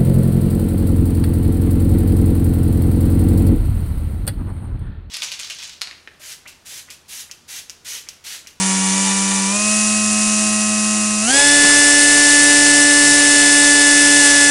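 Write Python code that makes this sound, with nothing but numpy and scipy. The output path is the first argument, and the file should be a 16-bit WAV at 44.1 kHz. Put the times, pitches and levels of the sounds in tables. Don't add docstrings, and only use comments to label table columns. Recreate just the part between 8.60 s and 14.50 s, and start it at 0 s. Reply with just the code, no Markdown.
import sys
import numpy as np
from scipy import signal
from scipy.fft import rfft, irfft, next_fast_len
from scipy.io import wavfile

SR = 44100
rng = np.random.default_rng(int(sys.argv[2]) if len(sys.argv) > 2 else 0)


def log_audio(samples):
    frames = np.atleast_2d(samples).T
    limited = np.clip(frames, -1, 1)
    pcm = np.round(limited * 32767).astype(np.int16)
    wavfile.write(sys.argv[1], SR, pcm)


N = 260190
TIME = np.arange(N) / SR


# (time [s], change of shaft speed [turns/s], rotor lag [s])
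THROTTLE = [(.305, 2.12, .033), (.865, 8.71, .047), (2.602, 21.74, .053), (2.658, 17.0, .022),
            (5.58, -.65, .015)]
# (time [s], speed offset [turns/s])
WANDER = [(2.35, .05), (2.55, -.4), (2.75, 0), (3.05, -.15), (3.5, .38), (4.45, .3), (4.8, -.15), (5.05, 0),
          (5.3, -.25)]
def shaft_speed():
    speed = 95.3 + curve(WANDER)
    for start, change, lag in THROTTLE:
        age = np.maximum(TIME - start, 0) / lag
        speed += change * (1 - (1 + age) * np.exp(-age))
    return speed


def motor_strain(speed, heavy_acceleration=36):
    acceleration = np.maximum(np.gradient(speed) * SR, 0)
    load = np.tanh(acceleration / heavy_acceleration)
    return lagged(lagged(load, lag_s=.02), lag_s=.02)


WHINE_DB = [-36.5, -33.5, -14.5]
# (time [s], level offset [dB])
WHINE_SWELL = [(2.85, -0.8), (3.05, 0.7), (3.38, -0.3), (3.8, .5), (4.0, -0.5), (4.3, .1), (4.68, -0.8),
               (5.25, 0.5), (5.55, -0.1), (5.78, 0.5)]
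def whine(angle, shares, strain, wobble_rad=.38, throb=.13, sag_db=.5):
    level_db = np.array(WHINE_DB) @ shares - sag_db * strain + curve(WHINE_SWELL) + .26 * drift(41)
    tugged = angle + wobble_rad * np.sin(2 * angle) / 12
    return harmonic(tugged, 12, level_db) * (1 + throb * np.cos(2 * angle))


# (time [s], base level [dB])
OCTAVE_SWELL = [(.3, -35.5), (.55, -32.5), (.9, -33.5), (1.08, -27), (1.45, -28.5), (2.55, -32),
                (2.9, -24.5), (3.2, -27), (3.35, -29.5), (4.5, -34), (4.8, -27.5), (5.9, -27)]
def whine_octave(angle, strain, rise_db=3):
    level_db = curve(OCTAVE_SWELL) + rise_db * strain - break_depth_db() + .52 * drift(40)
    return harmonic(angle, 24, level_db)


HUM_DB = [-21.5, -21.5, -20]
# (time [s], level offset [dB])
HUM_SWELL = [(.4, 0), (.7, -1), (1.45, 0.6), (2.35, 0.5), (2.55, -0.5), (3.2, -1.3), (4.2, .6), (4.9, 0),
             (5.55, .7), (5.75, -1.5)]
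# (time [s], depth [dB], half width [s])
HUM_DIPS = [(1.0, 2.5, .035), (2.722, 5, 0.011), (2.808, 10, .03)]
def hum(angle, shares, strain, sag_db=1):
    level_db = np.array(HUM_DB) @ shares - sag_db * strain + curve(HUM_SWELL) + .25 * drift(2.7)
    dips_db = sum(depth * bell(time, width) for time, depth, width in HUM_DIPS)
    return harmonic(angle, 2, level_db - dips_db)


# (order, rounded in use [cycles/turn], base level at low, middle, full power [dB])
BUZZ_PARTIALS = [(1, -53.5, -45.5, -43), (3, -38.5, -41.5, -35.5), (4, -40.5, -47.5, -29.5),
                 (5, -43, -49, -38), (6, -45.5, -35.5, -33.5), (7, -49, -41, -43), (8, -43, -46.5, -39.5),
                 (9, -44, -64, -52), (10, -31.5, -37, -59), (11, -47, -42.5, -45), (14, -42, -50, -56),
                 (15, -44, -60, -37), (16, -64, -53, -43), (18, -40, -39, -30.5), (20, -39, -52, -30),
                 (22, -44, -83, -41), (26, -40, -34.5, -32.5), (30, -38, -51, -33.5),
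                 (32, -47.5, -46.5, -34.5), (34, -56, -49, -32.5), (36, -41, -43, -25.5),
                 (38, -43, -50, -31), (40, -59, -61, -39), (42, -47, -51, -31.5), (44, -46, -49, -51),
                 (46, -49, -40, -37), (48, -47, -44, -32), (50, -40.5, -41, -29), (52, -52, -44, -30),
                 (54, -50, -37, -30), (56, -49, -37, -25), (58, -40, -54, -27), (60, -45, -52, -31),
                 (62, -41, -45, -35), (66.1, -49, -48, -39), (68.3, -40, -60, -49), (69, -39, -42, -45),
                 (78.5, -35, -36, -66)]
# (order [cycles/turn], boost at full strain [dB])
GROWL = [(4, 4.5), (6, 7), (10, 3.5), (14, 2), (16, 10), (36, 3.5)]
def buzz(angle, shares, strain, waver_db=.6, flutter_db=1.18, stutter_db=2.3):
    out = np.zeros(N)
    for order, *levels_db in BUZZ_PARTIALS:
        order = round(order)
        level_db = np.array(levels_db) @ shares + strain * dict(GROWL).get(order, 0)
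        firmness = from_db(max(levels_db) + 33.5)
        unrest_db = (waver_db * drift(4.2) + flutter_db * drift(16)) * 2 / (1 + firmness)
        unrest_db += stutter_db * strain * drift(44)
        out += harmonic(angle, order, level_db + unrest_db)
    return from_db(-.48 - break_depth_db()) * out


BREAK_TIMES = [2.668, 2.724]
def break_depth_db():
    return 7.5 * sum(bell(time, half_width_s=.0087) for time in BREAK_TIMES)


# (frequency [Hz], relative density at low, middle, full power [dB])
HISS_SPECTRUM = [(25, -62, -62, -59), (100, -70, -74, -66), (295, -66, -69, -63), (686, -63, -68.5, -60),
                 (1280, -60, -63, -62.5), (1810, -59.5, -60, -58.5), (2660, -57, -59, -57),
                 (3420, -58.5, -64, -59.5), (4260, -57, -57.5, -55), (5440, -52.5, -54.5, -54),
                 (7230, -48.5, -49, -51.5), (8000, -51, -50, -49.5), (9180, -49.5, -51, -50),
                 (10380, -55.5, -54, -53.5), (10600, -57.5, -59, -55), (11310, -75, -74.5, -76.5)]
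HISS_DB = [-7, -5.5, 0.05]
def hiss(angle, shares, strain):
    full_power = shares[-1]
    pulsing = 2 + .059 * harmonic(angle, 1, 3) + .23 * harmonic(angle, 2, -3)
    pulsing += .076 * full_power * harmonic(angle, 12, -13)
    grain = from_db(.51 * drift(120))
    friction = unit_rms(rng.standard_normal(N) * pulsing * grain)
    hz, *spectra = np.transpose(HISS_SPECTRUM)
    air = sum(share * colour(friction, hz, spectrum) for share, spectrum in zip(shares, spectra))
    surge_db = 4.5 * lagged(strain, lag_s=.33) * (1 - full_power)
    return from_db(np.array(HISS_DB) @ shares + surge_db + .56 * drift(1.5)) * air


# (frequency [Hz], bandwidth [Hz], boost or cut [dB])
DUCT_BANDS = [(1820, 200, 1), (2920, 400, 3), (3570, 200, -1), (5980, 330, 3.5), (6940, 200, 3),
              (7900, 280, -1), (9800, 440, 2)]
def duct(air, loss_db=.8):
    bands = sum((from_db(db) - 1) * resonance(air, hz, width) for hz, width, db in DUCT_BANDS)
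    return from_db(-loss_db) * (air + bands)


# (frequency [Hz], bandwidth [Hz], level at low power [dB])
HOUSING_MODES = [(864, 7, -38.5), (1145, 31, -44), (1414, 13, -50), (1800, 50, -39.5), (1940, 60, -40.5),
                 (2410, 38, -42.5), (2860, 77, -44), (3590, 120, -38)]
def rattle(angle, shares, spread_db=3.5):
    half_turns = np.diff(np.floor(angle / np.pi), prepend=0)
    knocks = half_turns * rng.standard_normal(N) * from_db(spread_db * drift(11))
    ringing = sum(from_db(db) * unit_rms(resonance(knocks, hz, width)) for hz, width, db in HOUSING_MODES)
    return shares[0] * ringing


# (time [s], level before the envelope [dB], frequency [Hz], decay time [s])
BUMPS = [(3.032, -22, 172, 0.019), (3.037, -23, 900, 0.025), (3.093, -19.5, 1100, 0.022),
         (3.105, -39, 80, 0.045)]
def bumps(attack_s=.003):
    out = np.zeros(N)
    for start, db, hz, decay in BUMPS:
        age = np.maximum(TIME - start, 0)
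        envelope = (1 - np.exp(-age / attack_s)) * np.exp(-age / decay)
        band = resonance(rng.standard_normal(N), hz, width_hz=hz)
        thud = unit_rms(resonance(band, hz, width_hz=hz))
        out += from_db(db) * thud * envelope
    return out


def harmonic(angle, order, level_db):
    return np.sqrt(2) * from_db(level_db) * np.sin(order * angle + rng.uniform(0, 2 * np.pi))


def resonance(x, hz, width_hz):
    r = np.exp(-np.pi * width_hz / SR)
    feedback = [1, -2 * r * np.cos(2 * np.pi * hz / SR), r * r]
    return signal.lfilter(np.array([1, 0, -1]) * (1 - r * r) / 2, feedback, x)


def colour(white, hz, density_db):
    size = next_fast_len(N)
    bin_hz = np.maximum(np.arange(size // 2 + 1) * SR / size, 1)
    gain = from_db(np.interp(np.log(bin_hz), np.log(hz), density_db)) * np.sqrt(SR / 2)
    return irfft(rfft(white, size) * gain, size)[:N]


def drift(rate_hz, hop=40, run_in=2000):
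    r = np.exp(-2 * np.pi * rate_hz * hop / SR)
    white = rng.standard_normal(N // hop + run_in + 2)
    slow = signal.lfilter([1], [1, -2 * r, r * r], white)[run_in:]
    return np.interp(np.arange(N) / hop, np.arange(len(slow)), unit_rms(slow))


def lagged(x, lag_s):
    r = np.exp(-1 / (lag_s * SR))
    return signal.lfilter([1 - r], [1, -r], x)


def curve(rows):
    return np.interp(TIME, *np.transpose(rows))


def bell(time, half_width_s):
    return np.exp(-((TIME - time) / half_width_s) ** 2)


def from_db(db):
    return 10 ** (np.asarray(db) / 20)


def unit_rms(x):
    return x / np.sqrt(np.mean(x ** 2) + 1e-20)


STEP_SPEEDS = [97, 106, 143]
def scene():
    speed = shaft_speed()
    strain = motor_strain(speed)
    jitter = 1 + .00062 * drift(25)
    angle = 2 * np.pi * np.cumsum(speed * jitter) / SR
    shares = np.array([np.interp(speed, STEP_SPEEDS, step) for step in np.eye(len(STEP_SPEEDS))])
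    tones = whine(angle, shares, strain) + whine_octave(angle, strain)
    tones += hum(angle, shares, strain) + buzz(angle, shares, strain)
    air = duct(hiss(angle, shares, strain))
    return (tones + air + rattle(angle, shares) + bumps())[None]


def record(dry):
    ceiling, cutoff_hz = .75, 11450
    low_pass = signal.ellip(12, .05, 60, cutoff_hz, fs=SR, output="sos")
    return signal.sosfiltfilt(low_pass, np.clip(dry, -ceiling, ceiling))


dry = scene()
out = record(dry)
log_audio(out)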